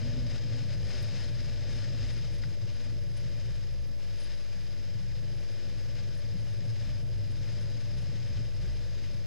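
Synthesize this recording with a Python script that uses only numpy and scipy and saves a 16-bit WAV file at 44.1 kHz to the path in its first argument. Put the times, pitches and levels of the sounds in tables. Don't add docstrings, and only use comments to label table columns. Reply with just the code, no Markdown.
import sys
import numpy as np
from scipy import signal
from scipy.fft import rfft, irfft, next_fast_len
from scipy.io import wavfile
from scipy.ndimage import uniform_filter1d, map_coordinates

SR = 44100
rng = np.random.default_rng(int(sys.argv[2]) if len(sys.argv) > 2 else 0)


def to_wav(s):
    ch = np.atleast_2d(s).T
    pcm = np.round(np.clip(ch, -1, 1) * 32767)
    wavfile.write(sys.argv[1], SR, pcm.astype(np.int16))


def voltage_ratio(decibels):
    exponent = np.asarray(decibels, float) / 20
    return 10 ** exponent


N = 408366
HIT_S = np.arange(SR // 5) / SR


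def unit(x):
    return x / np.sqrt(np.mean(x ** 2) + 1e-20)


def along(points, hz):
    f, v = np.transpose(points)
    return np.interp(np.log(hz + 1), np.log(f + 1), v)


def wobble(knots_per_s):
    return map_coordinates(rng.standard_normal(N // 100), [np.arange(N) * knots_per_s / SR])


def filtered(x, response):
    m = next_fast_len(N + SR // 2)
    return irfft(rfft(x, m) * response(np.fft.rfftfreq(m, 1 / SR)), m)[..., :N]


def ring(x, modes):
    def response(f):
        total = 0
        for k, (hz, width_hz, db) in enumerate(modes):
            damping = 1j * f * width_hz
            total = total + (-1) ** k * voltage_ratio(db) * damping / (hz * hz - f * f + damping)
        return total
    return filtered(x, response)


def evened(x, size):
    power = np.abs(signal.hilbert(x, next_fast_len(N))[:N]) ** 2
    swell = np.abs(uniform_filter1d(power, size))
    return unit(x / np.sqrt(swell + 1e-3 * power.mean()))


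def hits(times_s, shapes):
    out = np.zeros(N + SR)
    for s, shape in zip(times_s, shapes):
        out[round(s * SR):][:len(shape)] += shape
    return out[:N]


def passing(rows, edge=2):
    t = np.arange(0, N + 64, 64) / SR
    change_db = sum(db * np.exp(-np.abs((t - s) / half_s) ** edge) for s, db, half_s in rows)
    return np.interp(np.arange(N) / SR, t, change_db)


# [t/s, unevenness/dB, stone coarseness/dB]
SURFACE = [(0.0, -36, -51), (0.5, -38, -52.5), (0.85, -37.5, -49.5), (1.3, -42, -50), (1.9, -38.5, -51),
           (2.3, -41.5, -54), (2.6, -42.5, -55.5), (3.1, -42.5, -56.4), (3.5, -42, -54.5),
           (3.95, -47.5, -60.5), (4.25, -50.5, -52), (4.6, -49, -55.5), (5.2, -41.5, -56.5),
           (5.6, -45.5, -54.5), (6.4, -40, -55.8), (7.5, -39.5, -54.5), (8.5, -40, -54), (9.26, -47, -57)]


def surface():
    s, uneven_db, coarse_db = np.transpose(SURFACE)
    t = np.arange(N) / SR
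    return np.interp(t, s, uneven_db), np.interp(t, s, coarse_db)


def answer(usual_db, per_uneven, per_coarse):
    uneven_db, coarse_db = surface()
    return usual_db + per_uneven * (uneven_db + 43) + per_coarse * (coarse_db + 54)


# [f/Hz, width/Hz, level/dB]
DECK_MODES = [(21.9, 23, -32.5), (44.4, 10.3, -9.5), (54.8, 4.32, 1)]
# [t/s, change/dB, half length/s]
DIPS = [(0.205, 6, 0.04), (0.545, -7.0, 0.13), (0.845, 3, 0.1), (1.095, -10, 0.045), (1.595, 2.0, 0.25),
        (1.875, -11, 0.045), (2.035, 6, 0.063), (2.345, 3.8, 0.063), (2.635, -6, 0.1), (2.965, 5, 0.034),
        (3.515, 5.5, 0.054), (3.785, 6.6, 0.11), (4.295, 4.2, 0.063), (4.625, 0, 0.1), (4.925, -6, 0.07),
        (5.115, 3.5, 0.045), (5.545, -10, 0.078), (6.205, -2.5, 0.21), (6.685, -9, 0.14),
        (6.895, 7.5, 0.034), (7.145, 4.5, 0.07), (7.805, -11, 0.055), (8.005, 3.5, 0.07), (8.165, -7, 0.07),
        (8.365, 5.5, 0.034), (8.465, 2, 0.026), (8.685, 7.5, 0.11), (8.915, 3, 0.07)]


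def deck():
    level_db = answer(-47.5, per_uneven=0.49, per_coarse=0.06) + 1.28 * passing(DIPS) + 0.5
    return voltage_ratio(level_db) * evened(ring(rng.standard_normal(N), DECK_MODES), size=3000)


# [f/Hz, width/Hz, level/dB]
AXLE_MODES = [(86.9, 22, -2), (116, 30.1, 2.5)]
# [t/s, change/dB, half length/s]
RIDGES = [(0.395, -3.5, 0.052), (0.525, 4.9, 0.017), (0.935, -5.0, 0.062), (1.045, 4, 0.03),
          (1.335, 4, 0.035), (2.475, 2, 0.026), (2.565, -7, 0.023), (2.645, 5, 0.03), (2.795, -4, 0.056),
          (2.905, 3, 0.019), (3.465, -1, 0.03), (3.545, -5, 0.022), (3.995, -3, 0.046), (4.115, 4, 0.049),
          (4.435, -3.5, 0.036), (4.575, 3.5, 0.05), (4.965, 6.5, 0.015), (5.465, -6, 0.03),
          (5.615, -4.4, 0.042), (5.835, 0.5, 0.21), (6.185, -2.5, 0.057), (6.355, 3.8, 0.02),
          (6.695, -5, 0.024), (7.815, -6, 0.024), (8.395, 6.5, 0.023), (8.505, -5, 0.027),
          (8.635, 2.5, 0.017), (9.155, 2.9, 0.045)]


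def axles():
    level_db = surface()[0] - 0.8 + 1.28 * passing(RIDGES)
    bounce = ring(ring(rng.standard_normal(N), AXLE_MODES), [(113, 150, 0)])
    return voltage_ratio(level_db) * evened(bounce, size=3000)


# [f/Hz, width/Hz, level/dB]
CORE_MODES = [(216.4, 24, -8.5), (246.9, 6.3, -1.5), (260.8, 7.4, -6.5)]
# [t/s, change/dB, half length/s]
LEANS = [(0.195, 7.2, 0.18), (0.505, 0.5, 0.1), (0.805, -6, 0.1), (2.895, 8.5, 0.11), (3.345, 6.5, 0.058),
         (3.575, -8.0, 0.12), (3.965, 8.5, 0.09), (4.445, -1, 0.17), (4.845, 4.5, 0.07),
         (5.065, -19, 0.092), (5.665, 5, 0.1), (5.975, 5.5, 0.061), (6.985, -1, 0.045), (8.195, -6, 0.31),
         (8.595, -4, 0.15), (9.035, 5.5, 0.21)]


def wheel_cores():
    level_db = answer(-60.5, per_uneven=0.82, per_coarse=1)
    level_db = level_db + 0.15 * passing(RIDGES) + 0.92 * passing(LEANS) + 1.8 * wobble(9)
    drum = ring(ring(rng.standard_normal(N), CORE_MODES), [(242, 120, 0)])
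    return voltage_ratio(level_db) * evened(drum, size=5000)


# [f/Hz, width/Hz, level/dB]
PANEL_MODES = [(302.5, 19.4, 0), (316.3, 20, 0.5), (357.2, 6.4, 1), (382.6, 15.3, -2), (489.3, 33, -3),
               (528, 23.5, -2.5), (587, 44, -1.5), (706, 81, -14)]
# [t/s, change/dB, half length/s]
PATCHES = [(0.235, -2, 0.023), (0.345, 3.5, 0.043), (0.565, 2, 0.036), (0.665, -3.2, 0.022),
           (0.805, -3.5, 0.053), (0.945, 2.5, 0.049), (1.045, 1.3, 0.029), (1.185, 2, 0.074),
           (1.335, -2.5, 0.059), (1.585, -1.5, 0.14), (1.775, 1.5, 0.1), (2.115, 2, 0.16),
           (2.435, 3, 0.015), (2.585, -2, 0.028), (2.695, 2.3, 0.025), (2.815, 2.5, 0.066),
           (3.035, -1.5, 0.13), (3.205, 2, 0.037), (4.025, 2.2, 0.035), (4.445, -1.8, 0.07),
           (5.985, 2.5, 0.03), (6.855, 1.5, 0.07), (7.055, -2.5, 0.039), (7.175, -2, 0.19),
           (7.515, 1.5, 0.085), (8.335, 0.6, 0.1), (8.525, -2.6, 0.08), (9.035, 2, 0.11)]


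def panels():
    level_db = answer(-56, per_uneven=0.25, per_coarse=0.5)
    level_db = level_db + 0.17 * passing(LEANS) + 0.18 * passing(PATCHES) + 0.75 * wobble(11)
    body = ring(ring(rng.standard_normal(N), PANEL_MODES), [(476, 640, 0)])
    return voltage_ratio(level_db) * evened(body, size=4000)


# [f/Hz, width/Hz, change/dB]
MOUNT_BANDS = [(14, 10, -10), (71, 7.1, -15), (159.2, 5.5, 3), (193, 13, 2.5), (213, 9.1, -14),
               (288, 12.2, -7), (341.5, 3.7, 1), (373, 4.6, -10.5), (428, 17, -1.5), (667, 39.4, -7),
               (926, 67, -22), (1000, 35, 6)]


def rumble():
    shake = deck() + axles() + wheel_cores() + panels()

    def mount(f):
        return voltage_ratio(sum(db * np.exp(-((f - hz) / width_hz) ** 2) for hz, width_hz, db in MOUNT_BANDS))
    return filtered(shake, mount)


# [f/Hz, width/Hz, level/dB]
SHELL_MODES = [(820, 324, -13.5), (1176, 79, -8), (1473, 176, -5.5), (1735, 234, 0), (2430, 955, -3.5),
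               (3164, 240, -0.5), (3645, 300, -3), (4253, 280, -1.5), (4970, 355, 5), (5330, 490, 1.5),
               (6120, 640, -3.5), (7380, 1570, -11.5)]
# [f/Hz, level/dB]
SHELL_SKIRT = [(500, 3), (1000, 4.5), (1500, 0.5), (5500, -1.5), (7500, -8), (9200, 4.5), (10200, -12),
               (11000, -30), (16000, -45)]


def shell_rattle():
    level_db = surface()[1] + 0.1 + passing(PATCHES, edge=7.6) + 0.31 * wobble(14)
    contacts = (rng.random(N) < 0.04) * rng.standard_normal(N)
    texture = voltage_ratio(0.63 * wobble(30) + 0.83 * wobble(70) + 0.6 * wobble(160))
    drive = texture * (rng.standard_normal(N) + 0.34 * unit(contacts))
    rattle = filtered(ring(drive, SHELL_MODES), lambda f: voltage_ratio(along(SHELL_SKIRT, f)))
    return voltage_ratio(level_db) * evened(rattle, size=4000) + small_part(drive)


# [t/s, change/dB, half length/s]
FLECKS = [(0.085, -10, 0.04), (0.445, -10, 0.07), (0.915, 4.6, 0.04), (1.025, 12, 0.012), (1.225, 7, 0.044),
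          (1.545, -5, 0.1), (1.775, 7, 0.045), (1.915, -13.5, 0.076), (2.125, 14, 0.022), (2.335, 8, 0.025),
          (3.185, 11, 0.025), (3.725, 5.8, 0.014), (4.235, 10, 0.076), (4.895, -2.9, 0.12),
          (6.175, 9, 0.04), (6.405, 8, 0.015), (6.505, 7, 0.1), (7.455, 3.6, 0.04), (7.615, 8, 0.025),
          (8.015, 8, 0.04)]


def small_part(drive):
    level_db = answer(-79, per_uneven=-0.08, per_coarse=0.47)
    level_db = level_db + 0.92 * passing(FLECKS) + 3.2 * wobble(90) + 0.89 * wobble(30)
    return voltage_ratio(level_db) * unit(ring(ring(drive, [(9720, 350, 0)]), [(9400, 2000, 0)]))


# [t/s, peak level/dB, f/Hz, t60/s]
CRACKS = [(0.515, -40, 120, 0.037), (0.845, -21, 110, 0.055), (1.549, -43, 110, 0.049),
          (1.999, -20, 106, 0.077), (2.454, -28, 119, 0.15), (3.252, -24.5, 116, 0.12),
          (3.453, -24, 116, 0.11), (4.949, -42, 120, 0.042), (6.437, -29, 117, 0.091),
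          (6.678, -24.5, 108, 0.28), (7.184, -26, 106, 0.15), (7.408, -21, 106, 0.091),
          (7.662, -20.5, 115, 0.064), (8.375, -40, 96.9, 0.051), (8.624, -18, 102, 0.04)]


def crack_thumps():
    rise = 1 - np.exp(-HIT_S / 0.0093)
    thumps = [voltage_ratio(db - 60 * HIT_S / t60) * np.sin(2 * np.pi * hz * HIT_S) * rise
              for _, db, hz, t60 in CRACKS]
    return hits([row[0] for row in CRACKS], thumps)


def puff(db, t60_s):
    rise = 1 - np.exp(-HIT_S / 0.0015)
    return voltage_ratio(db - 60 * HIT_S / t60_s) * rise * rng.standard_normal(len(HIT_S))


# [t/s, peak level/dB, f/Hz, t60/s]
STONES = [
    (2.053, -41, 2900, .016),
    (2.4362, -37, 1950, .016),
    (2.4395, -42, 1500, .022),
]


def stone_knocks():
    times_s = [row[0] for row in STONES]
    tones = []
    for _, db, hz, t60 in STONES:
        partials = np.sin(2 * np.pi * hz * HIT_S) + 0.29 * np.sin(2 * np.pi * 1.9 * hz * HIT_S)
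        tones.append(voltage_ratio(db - 60 * HIT_S / t60) * partials)
    contact = hits(times_s, [puff(row[1], t60_s=0.008) for row in STONES])
    return hits(times_s, tones) + ring(ring(contact, [(2800, 2500, 0)]), [(2800, 3000, 0)])


# [t/s, peak level/dB]
TICKS = [(.5646, -54), (.7357, -53), (.8884, -50), (1.1548, -56), (1.3977, -56), (1.702, -54), (1.936, -59),
         (2.0722, -54), (2.3444, -52), (3.0345, -57), (3.7239, -54), (5.6925, -58), (6.3375, -55),
         (6.4433, -58), (6.6997, -56), (7.6086, -54), (8.6223, -57)]


def grit_ticks():
    ticks = hits([row[0] for row in TICKS], [puff(db, t60_s=0.035) for _, db in TICKS])
    chip = hits([1.0235], [puff(-46, t60_s=0.04)])
    chip_tone = [(6000, -30), (8500, 0), (11000, -4), (15000, -5)]  # f/Hz, level/dB
    chip = filtered(chip, lambda f: voltage_ratio(along(chip_tone, f)))
    return ring(ring(ticks, [(8500, 5000, 0)]), [(8500, 6000, 0)]) + chip


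def ports(x, zero_hz, zero_q, pole_hz, pole_q, low_db):
    def pair(f, hz, q):
        return 1 - (f / hz) ** 2 + 1j * f / hz / q

    def response(f):
        log_ratio = np.log(pair(f, zero_hz, zero_q)) - np.log(pair(f, pole_hz, pole_q))
        half = np.exp(0.5 * log_ratio)
        return np.array([voltage_ratio(low_db / 2) * half, voltage_ratio(-low_db / 2) / half])
    return filtered(x, response)


def scene():
    shake = rumble() + shell_rattle() + crack_thumps() + stone_knocks() + grit_ticks()
    return ports(shake, zero_hz=320, zero_q=0.42, pole_hz=581, pole_q=0.98, low_db=-4.5)


# [f/Hz, level/dB]
HISS = [(20, 43), (60, 18), (150, -11), (300, 6), (700, 11.5), (2000, 4.5), (5000, -1), (10000, 1.5),
        (14900, -1.5)]


def mic_hiss():
    noise = filtered(rng.standard_normal((2, N)), lambda f: voltage_ratio(along(HISS, f)))
    return voltage_ratio([[-112], [-111]]) * np.sqrt(SR / 2) * noise


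# [f/Hz, rms level/dB]
WHINE = [(12600, -103), (13151, -99)]


def whine():
    t = np.arange(N) / SR
    tones = sum(np.sqrt(2) * voltage_ratio(db) * np.sin(2 * np.pi * hz * t) for hz, db in WHINE)
    return [[0], [1]] * tones


# [from t/s, top f/Hz]
TREBLE_TOP = [(0, 15000), (2.65, 13500), (2.95, 14250), (3.03, 15000), (3.25, 14250), (3.6, 15000),
              (3.7, 13500), (3.8, 14250), (4.8, 15000), (4.96, 14250), (5.42, 13500), (5.5, 14250),
              (5.68, 13500), (5.76, 15000), (6.33, 14250), (7.36, 13500), (8.37, 15000), (8.41, 13500),
              (8.6, 15000), (8.85, 14250), (9.14, 15000)]


def thinned(x):
    hz, t, z = signal.stft(x, SR, nperseg=1024)
    patch = rng.standard_normal(z.shape[1:])
    for axis in (0, 1):
        patch = uniform_filter1d(patch, size=4, axis=axis)
    depth_db = along([(7000, 0), (9000, 5), (11000, 11), (15000, 12)], hz)[:, None]
    treble = np.abs(z[:, hz > 10500]).mean((0, 1))
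    depth_db = depth_db * (treble < 1.6 * np.median(treble))
    start_s, top_hz = np.transpose(TREBLE_TOP)
    spare_hz = 750 * np.repeat(rng.random(len(t)) < 0.2, 3)[:len(t)]
    kept = hz[:, None] < top_hz[np.searchsorted(start_s, t, "right") - 1] + spare_hz
    holes = voltage_ratio(depth_db * np.minimum(unit(patch), 0))
    return signal.istft(z * kept * holes, SR, nperseg=1024)[1][:, :N]


def low_pass(x):
    return signal.sosfilt(signal.butter(12, 15400, fs=SR, output="sos"), x)


def record(dry):
    heard = thinned(dry + mic_hiss() + whine())
    mix = filtered(heard, lambda f: f < 15000) + [[0.0338], [-0.0199]]
    return low_pass(mix)


dry = scene()
out = record(dry)
to_wav(out)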